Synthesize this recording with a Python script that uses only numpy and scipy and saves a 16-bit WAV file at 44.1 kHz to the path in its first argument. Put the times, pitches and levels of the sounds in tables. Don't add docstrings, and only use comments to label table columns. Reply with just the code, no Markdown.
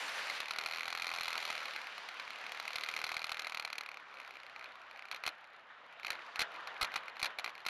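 import sys
import numpy as np
from scipy import signal
from scipy.io import wavfile
from scipy.ndimage import uniform_filter1d

SR = 44100
rng = np.random.default_rng(int(sys.argv[2]) if len(sys.argv) > 2 else 0)


def wrap_up_sound(samples):
    columns = np.atleast_2d(samples).T
    tamed = np.clip(columns, -1, 1)
    steps = np.round(tamed * 32767).astype(np.int16)
    wavfile.write(sys.argv[1], SR, steps)


def magnitude_from_level(level_db):
    exponent = np.asarray(level_db, float) / 20
    return 10 ** exponent


N = 339522


def rms_one(x):
    return x / np.sqrt(np.mean(x ** 2) + 1e-20)


def drift(rate):
    pole = np.exp(-40 * np.pi * rate / SR)
    noise = rng.standard_normal(N // 20 + 2002)
    slow = signal.lfilter([1], [1, -2 * pole, pole * pole], noise)[2000:]
    return np.interp(np.arange(N) / 20, np.arange(len(slow)), rms_one(slow))


def air_noise(spectrum, patchy_db, gust_db):
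    gust = drift(9.0)
    edges = 30 * 2 ** np.arange(0, 9.3, 1 / 3)
    white = rng.standard_normal((2, N))
    hz, density_db = np.transpose(spectrum)
    out = 0
    for k, (low, high) in enumerate(zip(edges, edges[1:])):
        band_filter = signal.butter(2, [low, high], "band", fs=SR, output="sos")
        band = signal.sosfilt(band_filter, white[k % 2])
        level_db = np.interp(np.log(low * high) / 2, np.log(hz), density_db)
        out = out + magnitude_from_level(level_db + gust_db * gust + patchy_db * drift(15.0)) * band
    return rms_one(out)


def rushing_air(rush_level, hiss_level):
    # frequency in Hz, level in dB per Hz.
    rush_spectrum = [(24, -76), (40, -40.5), (258, -19), (384, -16.5), (585, -7), (763, -6), (1270, -1.5),
                     (1890, -5), (2300, -10.5), (3220, -12.5), (4100, -24.5), (8000, -96), (10400, -81),
                     (17600, -120)]
    # frequency in Hz, level in dB per Hz.
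    hiss_spectrum = [(530, -34), (900, -7.5), (1920, 9), (4250, 2), (6970, -14), (7960, -32), (8870, -20.5),
                     (11000, -27.5), (14700, -47), (16000, -65)]
    rush = rush_level * magnitude_from_level(0.5) * air_noise(rush_spectrum, patchy_db=2.0, gust_db=0.64)
    hiss = hiss_level * magnitude_from_level(5.5) * air_noise(hiss_spectrum, patchy_db=1.3, gust_db=1.2)
    top = signal.sosfilt(signal.butter(2, 8500, "high", fs=SR, output="sos"), hiss)
    return rush + hiss + top * hiss_level * magnitude_from_level(55.0)


def turns():
    # time in seconds, rate in turns per second.
    engine = [(0.0, 36.36), (0.45, 37.82), (0.75, 41.31), (1.05, 42.95), (1.35, 41.2), (1.7, 37.61),
              (2.0, 36.5), (2.5, 37.37), (3.1, 39.59), (3.5, 39.51), (3.95, 36.49), (4.2, 33.15),
              (4.6, 30.55), (4.9, 31.78), (5.2, 33.75), (5.6, 32.81), (7.7, 33.0)]
    s, per_s = np.transpose(engine)
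    first_turn = 2.95
    return np.cumsum(np.interp(np.arange(N) / SR, s, per_s)) / SR - first_turn


def hum():
    # multiple of the turn rate, level in dB.
    orders = [(1, -92), (2, -93), (3, -90), (4, -92), (5, -90)]
    # frequency in Hz, gain in dB.
    fuselage = [(31, -12), (42, 3), (62, 4), (78, -4), (97, -10), (122, 6), (145, -8), (212, 5)]
    turn = turns()
    per_s = np.gradient(turn) * SR
    hz, gain_db = np.transpose(fuselage)
    out = 0
    for order, level_db in orders:
        order = round(order)
        response_db = np.interp(np.log(order * per_s), np.log(hz), gain_db)
        out = out + magnitude_from_level(level_db + response_db + 1.5 * drift(1.8)) * np.sin(2 * np.pi * order * turn)
    return out


def replaced(events, rows):
    out = events.copy()
    out[np.abs(events[:, :1] - np.array(rows)[:, 0]).argmin(axis=0)] = rows
    return out


def shakes():
    # time in seconds, forward knock in dB,
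    # backward knock in dB, high modes over low in dB.
    shaking = [(0, -49, -47, -1), (0.3, -37, -45, -2.5), (0.55, -31, -42.5, -4), (0.749, -31.5, -39, -0.5),
               (0.92, -29, -43.5, -4), (1.05, -31, -37.5, -2.5), (1.45, -30.5, -42, -1),
               (1.7, -34, -44, -3.5), (2.0, -45, -67, -7), (2.35, -37, -52, -7), (2.7, -33.5, -46, -2.5),
               (3.0, -30.5, -39.5, -3), (3.5, -32, -44, -4), (3.95, -35.5, -58, -8.5),
               (4.03, -52, -53, -11), (4.2, -43, -39, -6), (4.5, -59, -48.5, -8), (5.2, -48, -59, -7)]
    # time in seconds, low modes in dB, high modes in dB.
    hard_turns = [(0.0807, -37, -33), (0.1904, -37, -38), (0.2982, -30, -29), (0.403, -27.5, -27.5),
                  (0.5082, -28, -28.5), (0.5856, -26.5, -29.5), (0.6605, -24.5, -29), (0.7352, -27, -33.5),
                  (0.8793, -26, -30.5), (0.95, -25.5, -31), (1.0204, -26.5, -28.5), (1.0442, -27.5, -33.5),
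                  (1.0679, -30, -28.5), (1.1151, -26, -37), (1.138, -26.5, -30.5), (1.2091, -26, -30),
                  (1.233, -29, -29), (1.2803, -25.5, -29.5), (1.3286, -26.5, -30), (1.3543, -26, -35),
                  (1.3776, -28.5, -28), (1.5017, -24, -29.5), (1.552, -29, -34), (1.6553, -30.5, -33.5),
                  (1.7614, -29, -35.5), (1.87, -32, -38.5), (1.9797, -30.5, -36), (2.0876, -31, -36),
                  (2.1975, -32, -34.5), (2.2774, -34, -43),
                  (2.305, -34, -37.5), (2.4651, -31.5, -37.5), (2.5196, -30, -31.5),
                        (2.599, -28, -31.5), (2.6784, -29, -30), (2.757, -26.5, -27.5),
                        (2.8356, -28.5, -30.5), (2.887, -26, -29), (2.964, -27, -28.5), (3.0406, -25, -28),
                        (3.1169, -26.5, -31.5), (3.1668, -26, -29.5), (3.2426, -28, -30.5),
                        (3.2933, -28.5, -31.5), (3.3178, -25.5, -29), (3.394, -27, -29.5),
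                        (3.4689, -27, -31.5), (3.546, -29, -32.5), (3.572, -29.5, -31.5),
                        (3.597, -29.5, -29.5), (3.649, -28, -30), (3.7289, -32, -31.5),
                        (3.7817, -29.5, -29), (3.8091, -30.5, -34), (3.889, -32.5, -40), (3.9714, -33, -44),
                        (4.2002, -35, -42), (4.3553, -39, -48), (4.611, -37.5, -50), (4.6424, -36, -43)]
    # time in seconds, share of a turn.
    back_turn = [(0.3, .43), (1.1, .5), (1.5, .49), (2.6, .45), (3.2, .41), (3.55, .42), (3.8, .47),
                 (4.5, .52), (4.95, .44)]
    # time in seconds, low modes in dB, high modes in dB.
    slow_turns = [(4.141, -40, -48.5), (4.171, -37.5, -48), (4.215, -39, -49), (4.2482, -39, -48),
                  (4.2765, -39, -46), (4.3079, -37.5, -44), (4.369, -37, -46), (4.401, -43, -49),
                  (4.433, -40, -47.5), (4.465, -41, -47), (4.497, -39.5, -48.5), (4.5616, -34, -46),
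                  (4.5938, -37, -44.5), (4.6894, -47, -54), (4.7203, -47, -51), (4.7555, -50, -51),
                  (4.8167, -44, -51), (4.9115, -39, -47), (4.9607, -39, -51), (4.974, -49, -49),
                  (4.9928, -36, -46), (5.023, -37, -49), (5.054, -36, -48), (5.085, -38, -47)]
    end_s, jitter_s = 5.62, .00015
    spread_db, back_spread_db = 1.2, 2.0
    t, turn = np.arange(N) / SR, turns()
    count = np.arange(np.ceil(turn[0]), turn[int(end_s * SR)])
    luck = rng.standard_normal((len(count), 6))
    s = np.interp(count, turn, t) + jitter_s * luck[:, 0]
    back_share = np.interp(s, *np.transpose(back_turn))
    back_s = np.interp(count + back_share, turn, t) + 2 * jitter_s * luck[:, 1]

    when, *columns = np.transpose(shaking)
    plain_db, back_db, bright_db = [np.interp(s, when, c) for c in columns]
    low_db = plain_db + spread_db * luck[:, 2]
    high_db = plain_db + bright_db + spread_db * luck[:, 3]
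    lull = s > when[-1]
    low_db[lull] = -66
    high_db[lull] = -58.5 + spread_db * luck[lull, 3]
    forward = replaced(np.c_[s, low_db, high_db], hard_turns)

    excess_db = np.maximum(forward[:, 2] - plain_db - bright_db, 0)
    back_db = back_db + .6 * excess_db - 20 * lull
    back_low_db = back_db + back_spread_db * luck[:, 4]
    back_high_db = back_db + 7 + 2.43 * bright_db + spread_db * luck[:, 5]
    backward = np.c_[back_s, back_low_db, back_high_db]
    return replaced(np.r_[forward, backward], slow_turns)


def loose_ticks(level):
    per_s, tick_db = 82, -15
    born = rng.random(N) < per_s / SR
    return level * born * magnitude_from_level(tick_db + 4.7 * np.minimum(rng.exponential(1, N), 4))


def resonance(x, hz, width_hz):
    r, w = np.exp(-np.pi * width_hz / SR), 2 * np.pi * hz / SR
    return signal.lfilter([0, np.sin(w)], [1, -2 * r * np.cos(w), r * r], x + 1e-18)


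def knocks(events, rebound_db, loose):
    # frequency in Hz, width in Hz, level in dB.
    case_low = [(687, 295, -11), (1356, 233, -5), (2065, 176, -5), (2443, 257, -0.5)]
    # frequency in Hz, width in Hz, level in dB.
    case_high = [(3205, 800, -2), (4206, 370, -2), (6040, 850, -10.5), (7180, 550, -17), (8980, 780, -20),
                 (11420, 1030, -12)]
    rebound_s, chatter_s, chatter_db = .0026, 0.002, -14.5
    s, low_db, high_db = np.transpose(events)
    luck = rng.standard_normal((len(s), 34))
    at = np.minimum(np.round(s * SR).astype(int), N - 1)
    flight = np.round(SR * rebound_s * magnitude_from_level(.7 * luck[:, 0])).astype(int)
    first_back = np.minimum(at + flight, N - 1)
    second_back = np.minimum(at + 2 * flight, N - 1)
    force_db = np.maximum(low_db, high_db) + 28
    rebound = magnitude_from_level(np.minimum(rebound_db + 0.6 * force_db + luck[:, 1], 0))

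    marks = np.zeros(N)
    np.add.at(marks, at, magnitude_from_level(high_db + chatter_db))
    chatter_level = signal.lfilter([1], [1, -np.exp(-1 / (chatter_s * SR))], marks)
    chatter = chatter_level * rng.standard_normal(N)

    out = np.zeros(N)
    for k, (hz, width_hz, level_db) in enumerate(case_low + case_high):
        high = k >= len(case_low)
        mode_db = high_db - 1.0 if high else low_db
        size = magnitude_from_level(mode_db + 0.28 * force_db * (k < 2))
        clicks = chatter + loose if high else chatter * magnitude_from_level(-2.5)
        np.add.at(clicks, at, size * magnitude_from_level(.5 * luck[:, 2 + k]))
        back = size * rebound * magnitude_from_level(4.0 if high else -6.0)
        np.add.at(clicks, first_back, back * magnitude_from_level(2 * luck[:, 12 + k]))
        np.add.at(clicks, second_back, back * rebound * magnitude_from_level(-2.5 + 2 * luck[:, 22 + k]))
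        out += (-1) ** k * magnitude_from_level(level_db) * resonance(clicks, hz, width_hz)
    return out


def bumps():
    # time in seconds, low modes in dB, high
    # modes in dB.
    grass_bumps = [(5.1137, -29.5, -32), (5.128, -31, -46), (5.1457, -34.5, -37), (5.1616, -39, -38.5),
                   (5.2373, -28.5, -36), (5.2534, -31.5, -42), (5.2641, -30, -26), (5.276, -24, -27.5),
                   (5.2888, -44.5, -41), (5.4425, -43, -52), (5.9257, -56, -49), (5.9975, -38, -46.5),
                   (6.0318, -34, -44), (6.0475, -28.5, -35), (6.0669, -31, -31), (6.0814, -33, -43),
                   (6.1037, -24, -26), (6.1197, -49, -57), (6.1294, -33, -38.5), (6.1535, -34.5, -46),
                   (6.192, -36, -55), (6.358, -28, -33), (6.3928, -21, -24), (6.4043, -32, -25.5),
                   (6.413, -37, -33), (6.417, -24, -24), (6.4335, -41, -43), (6.5509, -35.5, -62),
                   (6.6727, -34.5, -37.5), (6.7655, -35, -56),
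                   (6.8119, -24, -25.5), (6.8183, -26.5, -33), (6.8276, -21.5, -22), (6.8452, -26, -30),
               (6.9184, -34, -43), (6.94, -30, -35), (6.958, -23.5, -38), (6.9601, -26, -27.5),
               (6.9769, -33, -42), (7.0814, -32, -42.5), (7.1678, -35.5, -45), (7.195, -34, -39),
               (7.2002, -34, -35), (7.216, -31, -37), (7.2285, -22.5, -25.5), (7.2445, -28, -26),
               (7.2568, -33, -31.5), (7.2619, -28, -33.5), (7.3048, -40, -50), (7.3864, -27.5, -31),
               (7.3948, -28.5, -33.5), (7.4435, -26.5, -31), (7.461, -29.5, -40), (7.477, -31, -43),
               (7.4938, -38, -41.5), (7.5525, -39, -44), (7.5789, -37, -46), (7.6517, -34, -42),
               (7.6639, -25, -26.5), (7.685, -25.5, -30.5)]
    rows = np.array(grass_bumps)
    luck = rng.standard_normal((len(rows), 3))
    delay_s = 0.0099 * magnitude_from_level(2.0 * luck[:, 0])
    trail = rows + np.c_[delay_s, -22 + 3.0 * luck[:, 1], -10.5 + 2.5 * luck[:, 2]]
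    roll_s, stray_per_s, stray_db = 5.9, 9, -45.5
    rolling = np.arange(N) > roll_s * SR
    s = np.flatnonzero((rng.random(N) < stray_per_s / SR) & rolling) / SR
    stray = np.c_[s, np.full(len(s), stray_db), np.full(len(s), stray_db - 4.0)]
    return np.r_[rows, trail, stray]


def swish(events):
    decay_s, murmur_db = 0.036, -13
    marks = np.zeros(N)
    at = np.minimum(events[:, 0] * SR, N - 1).astype(int)
    np.add.at(marks, at, magnitude_from_level(events[:, 1] + murmur_db - 13.5))
    return signal.lfilter([1], [1, -np.exp(-1 / (decay_s * SR))], marks)


def scene():
    # time in seconds, dull rush through the case in dB, bright hiss in dB.
    air = [(0, -47, -45.5), (0.2, -46, -47), (0.37, -47, -49.5), (0.48, -50.5, -60), (1.0, -50, -61.5),
           (1.45, -48, -53.5), (2.1, -51.5, -59), (2.9, -49.5, -58), (3.8, -54.5, -75), (4.2, -54.5, -71),
           (5.2, -56, -76.5), (5.45, -58, -92), (5.93, -56, -94), (6.2, -53.5, -63), (6.6, -48.5, -67.5),
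           (7.0, -50, -82), (7.12, -52, -86), (7.7, -55.5, -75)]
    s, rush_db, hiss_db = np.transpose(air)
    t = np.arange(N) / SR
    blows = bumps()
    rush_level = np.hypot(magnitude_from_level(np.interp(t, s, rush_db)), swish(blows))
    hiss_level = magnitude_from_level(np.interp(t, s, hiss_db))
    flow = rushing_air(rush_level, hiss_level)
    shaken = knocks(shakes(), rebound_db=-3, loose=loose_ticks(rush_level))
    bumped = knocks(blows, rebound_db=-3.5, loose=0)
    return (flow + shaken + bumped + hum())[None]


def microphone_port(x):
    # frequency in Hz, width in Hz, share removed.
    notches = [(7950, 650, .88), (13450, 600, .7)]
    x = signal.sosfilt(signal.butter(3, 12200, fs=SR, output="sos"), x)
    for hz, width_hz, share in notches:
        r, w = np.exp(-np.pi * width_hz / SR), 2 * np.pi * hz / SR
        zeros = np.array([1, 0, -1]) * (1 - r * r) / 2
        x = x - share * signal.lfilter(zeros, [1, -2 * r * np.cos(w), r * r], x)
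    return x


def overload(x):
    limit = .048
    held = np.clip(x, -limit, limit)
    thump = signal.sosfilt(signal.butter(2, 300, fs=SR, output="sos"), np.abs(x - held))
    return np.clip(x - magnitude_from_level(-7.0) * thump, -limit, limit)


def top_gate(x):
    edges_hz = [12050, 13250, 17000]
    gate_db, gate_s = -92, .012
    out = x
    for low, high in zip(edges_hz, edges_hz[1:]):
        band = signal.sosfiltfilt(signal.butter(6, [low, high], "band", fs=SR, output="sos"), x)
        level_db = 10 * np.log10(uniform_filter1d(band ** 2, int(gate_s * SR)) + 1e-20)
        shut = uniform_filter1d(np.clip((gate_db - level_db) / 2, 0, 1), size=128)
        out = out - .85 * shut * band
    return out


def roll_off(x):
    return signal.sosfilt(signal.butter(12, 16360, fs=SR, output="sos"), x)


def record(dry):
    x = overload(microphone_port(dry))
    x = signal.sosfilt(signal.butter(14, 15200, fs=SR, output="sos"), x)
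    mix = top_gate(x)
    return roll_off(mix)


dry = scene()
out = record(dry)
wrap_up_sound(out)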